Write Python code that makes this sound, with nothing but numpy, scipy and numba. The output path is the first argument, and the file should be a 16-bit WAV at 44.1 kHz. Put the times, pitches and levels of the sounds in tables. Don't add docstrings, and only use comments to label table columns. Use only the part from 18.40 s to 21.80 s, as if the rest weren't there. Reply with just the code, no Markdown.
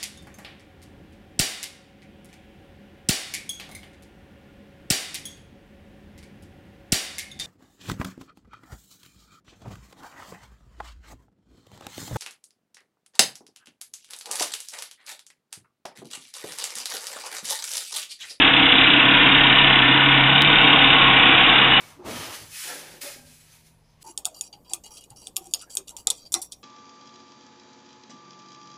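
import sys
import numpy as np
from scipy import signal
from scipy.fft import rfft, irfft, next_fast_len
from scipy.io import wavfile
from scipy.ndimage import uniform_filter1d
from numba import njit

SR = 44100
rng = np.random.default_rng(int(sys.argv[2]) if len(sys.argv) > 2 else 0)


def store_wav(level_fs):
    pcm = np.round(np.clip(np.atleast_2d(level_fs), -1, 1) * 32767)
    wavfile.write(sys.argv[1], SR, pcm.T.astype(np.int16))


def makeup_ratio(level_db):
    decades = np.asarray(level_db, float) / 20
    return 10 ** decades


N = 149940


# t/s, rate/blows per s
BLOW_RATE = [(0, 36.3), (.29, 30.81), (.4, 34.73), (.51, 31.1), (.62, 34.12), (1.15, 33.54), (1.32, 36.3),
             (1.4, 30.95), (1.69, 35.95), (1.8, 31.9), (2.03, 37.44), (2.23, 34.49), (2.34, 35.22),
             (2.66, 35.17), (2.74, 30.24), (2.85, 33.67), (3.2, 33.65), (3.4, 31.42)]
# t/s, level/dB
HAND_PUSH = [(0, -0.5), (.09, -1), (.3, -2), (.8, -2), (1.2, -1), (1.45, -2.5), (1.95, -2.5), (2.15, -0.5),
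             (2.55, 0), (2.9, 0), (3.4, -1)]
# blow/s, rebound/s
TIMING_JITTER = [.0003, .0015]
FIRST_BLOW_CYCLES = .025
SLIP_S, SLIP_DB = .112, -14
BLOW_SCATTER_DB = 1
REBOUND_CYCLES, REBOUND_DB, REBOUND_DB_PER_S = .2, -7, 0.47
LEAD_S = .0225


def hammer(t):
    cycles = np.cumsum(np.interp(t, *np.array(BLOW_RATE).T)) / SR - FIRST_BLOW_CYCLES
    blow = np.arange(-8, 118)
    hits = np.c_[blow, blow + REBOUND_CYCLES]
    when = np.interp(hits, np.r_[-9, cycles], np.r_[-.25, t], right=9)

    db = np.interp(when, *np.array(HAND_PUSH).T)
    db = db + BLOW_SCATTER_DB * rng.standard_normal(when.shape) + [0, REBOUND_DB]
    db[:, 1] += REBOUND_DB_PER_S * np.clip(when[:, 1], 0, 4)
    db += SLIP_DB * (abs(when[:, :1] - SLIP_S) < .015)

    when = when + TIMING_JITTER * rng.standard_normal(when.shape)
    return cycles, when.ravel() - LEAD_S, db.ravel()


# f/Hz, level/dB per Hz
PANEL_COLOUR = [(45, -19), (110, -15.5), (200, -7.5), (580, -17), (760, -8), (1650, -7.5), (2900, -2.5),
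                (3700, -5)]
# f/Hz, width/Hz, extra level/dB, loudest t/s, reach/s
SEAM_GROUPS = [(134, 12, -5.5, 2.5, 0.96), (120, 26, 3, 0, 3), (289.5, 49, 18, -.5, 3.36),
               (476.7, 45, 10, 0.5, 3.9), (813, 78, 4.5, 3, 1.6), (975.4, 30, 9, 1.5, 0.95),
               (1091, 45, 9.5, 2.5, 1.2), (1470, 69, 5.5, 2, 0.78), (1490, 94, 4, .6, 1.4),
               (1793, 82, 8, 1.0, 0.5), (670, 130, 5, -1.6, 3.5), (2330, 54, 6.5, 2, 1.4),
               (2910, 110, 2, 3.5, 0.93), (2954, 230, 2.5, 3.5, 1.7), (3160, 120, -4, 7.5, 5.8),
               (2070, 130, 4.5, 0.6, 1.2), (875, 10, 5, 1.5, 0.22), (2630, 92, 4, 2.5, 0.2),
               (3590, 230, 1.5, 2, 2.2)]
# f/Hz, t60/s, share that repeats from blow to blow/0-1
PANEL_DECAY = [(60, .35, .3), (140, .3, .2), (300, .14, .2), (700, .35, .25), (1500, .33, .4),
               (2800, .25, .75), (3800, .16, .8)]
MODE_SPACING_HZ, UNEVEN_DB = 6.4, .7
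DAMPED_HZ, DAMPED_T60_SHARE, CRACK_DB = 2450, .2, 1
CRACK_START_DB, CRACK_FADE_DB_PER_S = 3.5, 1.6
PUSH_SCATTER_DB, DRIFT_RAD = 1.5, .36
AIR_LED_HZ, AIR_LAG_S = 379.4, .016
BEND_LAG, SPREAD_S = .75, .0017


def duct(when, db, count=640):
    hz = 40 + MODE_SPACING_HZ * (np.arange(count) + rng.random(count))

    def along(table, column):
        points = np.array(table)
        return np.interp(np.log(hz), np.log(points[:, 0]), points[:, column])

    t60 = np.clip(along(PANEL_DECAY, 1), .02, 2)
    same = np.clip(along(PANEL_DECAY, 2), 0, 1)[:, None]
    damped = (np.arange(count) % 2 == 1) & (hz > DAMPED_HZ)
    t60 = np.where(damped, DAMPED_T60_SHARE * t60, t60)

    mode_db = CRACK_DB * damped + along(PANEL_COLOUR, 1) + UNEVEN_DB * rng.standard_normal(count)
    mode_db = mode_db - 10 * np.log10(t60)
    gain_db = mode_db[:, None] + db
    crack_db = CRACK_START_DB - CRACK_FADE_DB_PER_S * np.clip(when, 0, 4)
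    gain_db = gain_db + np.outer(damped, crack_db)
    for f, width, extra_db, at_s, reach_s in SEAM_GROUPS:
        near_pitch = np.exp(-2 * ((hz - f) / width) ** 2)
        near_tool = np.exp(-.5 * ((when - at_s) / reach_s) ** 2)
        gain_db = gain_db + extra_db * np.outer(near_pitch, near_tool)

    chance = rng.standard_normal((4, count, len(when)))
    fresh = makeup_ratio(PUSH_SCATTER_DB * chance[0]) * np.exp(1j * np.sqrt(-np.log(same)) * chance[1])
    drift = DRIFT_RAD * np.cumsum(chance[2], axis=1)
    kept = np.exp(1j * (2 * np.pi * rng.random((count, 1)) + drift))
    push = makeup_ratio(gain_db) * kept * fresh

    lag = np.where(hz < AIR_LED_HZ, AIR_LAG_S, BEND_LAG / np.sqrt(hz))[:, None]
    lag = lag + SPREAD_S * chance[3, :, :1]
    at = np.maximum.accumulate((when + lag) * SR, axis=1)

    turn = 2j * np.pi * hz / SR - np.log(1000) / (t60 * SR)
    part_sample = np.ceil(np.maximum(at, 0)) - at
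    return ring(np.exp(turn), at, push * np.exp(turn[:, None] * part_sample), N)


@njit
def ring(pole, at, push, n):
    out = np.zeros(n)
    for m in range(len(pole)):
        z, k = 0j, 0
        for i in range(n):
            z *= pole[m]
            while k < at.shape[1] and at[m, k] <= i:
                z += push[m, k]
                k += 1
            out[i] += z.imag
    return out


# t/s, level/dB
DUCT_BOOM = [(0, -36), (.5, -36), (.95, -32), (1.28, -26.5), (1.48, -31), (1.7, -25.5), (2.2, -29),
             (2.6, -30), (2.9, -35), (3.2, -32), (3.4, -34)]
THUMP_DB, THUMP2_DB = -42, -50.5
PUFF_DB, PUFF_S = -30.5, 0.012


def tool(cycles):
    thump = makeup_ratio(THUMP_DB + 3.5 + 3 * walk(15)) * np.cos(2 * np.pi * (cycles - .1))
    thump2 = makeup_ratio(THUMP2_DB + 2.5 + 1.2 * walk(33)) * np.cos(4 * np.pi * cycles + walk(8.1))

    t = np.arange(N) / SR
    even = uniform_filter1d(cycles - 34 * t, SR // 5) + 34 * t
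    boom_db = np.interp(t, *np.array(DUCT_BOOM).T) + 3 + 1 * walk(14)
    boom = makeup_ratio(boom_db) * np.cos(8 * np.pi * even + 0.44 * walk(9))

    high_pass = signal.butter(2, 2200, "high", fs=SR, output="sos")
    hiss = signal.sosfilt(high_pass, rng.standard_normal(N))
    since_puff_s = ((cycles + 0.043) % 1) / 34
    puffs = level(hiss * np.exp(-since_puff_s / PUFF_S), PUFF_DB)
    return thump + thump2 + boom + puffs


HALL_T60_S = 0.96


def hall(x):
    s = np.arange(SR) / SR
    tail = rng.standard_normal(SR) * makeup_ratio(-60 * s / HALL_T60_S) * (s > .012)
    earlier = x[SR:0:-1]
    return signal.fftconvolve(np.r_[earlier, x], tail)[SR:SR + N]


def level(x, db):
    return x * makeup_ratio(db) / np.sqrt(np.mean(x ** 2))


def walk(rate):
    hold = int(SR / rate)
    steps = np.repeat(rng.standard_normal(N // hold + 1), hold)
    return 1.3 * uniform_filter1d(uniform_filter1d(steps, hold), hold)[:N]


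DUCT_DB, HALL_DB = -12.5, -4.5


def scene():
    cycles, when, db = hammer(np.arange(N) / SR)
    metal = level(duct(when, db), 0)
    echo = level(hall(metal), HALL_DB)
    return (level(metal + echo, DUCT_DB) + tool(cycles))[None]


def band_limit(x):
    return signal.sosfilt(signal.butter(12, 15900, fs=SR, output="sos"), x)


# f/Hz, level/dB
MICROPHONE_TOP = [(20, 0), (3620, 0), (3750, -4), (3900, -12), (4000, -20), (4080, -30), (4140, -48),
                  (4200, -90)]
LEVELLER_S, LEVELLER_SHARE, CEILING = .09, .5, 1.05
STUTTER_S, REPEAT_S, STEP = 2.02086, .0145, -.53


def record(dry):
    def power(s):
        return uniform_filter1d(dry ** 2, int(s * SR), mode="mirror")

    levelled = dry * (power(0.93) / power(LEVELLER_S)) ** (LEVELLER_SHARE / 2)
    clipped = CEILING * np.tanh(levelled / CEILING)

    size = next_fast_len(N + 4096)
    hz = np.arange(size // 2 + 1) * SR / size
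    low_pass = makeup_ratio(np.interp(hz, *np.array(MICROPHONE_TOP).T))
    x = irfft(rfft(clipped, size) * low_pass, size)[:, :N]

    cut = int(STUTTER_S * SR)
    back = cut - int(REPEAT_S * SR) + np.arange(-60, 60)
    back = back[np.argmin(abs(x[0, back] - x[0, cut - 1] - STEP))]
    x = np.c_[x[:, :cut], x[:, back:back + N - cut]]
    return band_limit(x)


dry = scene()
out = record(dry)
store_wav(out)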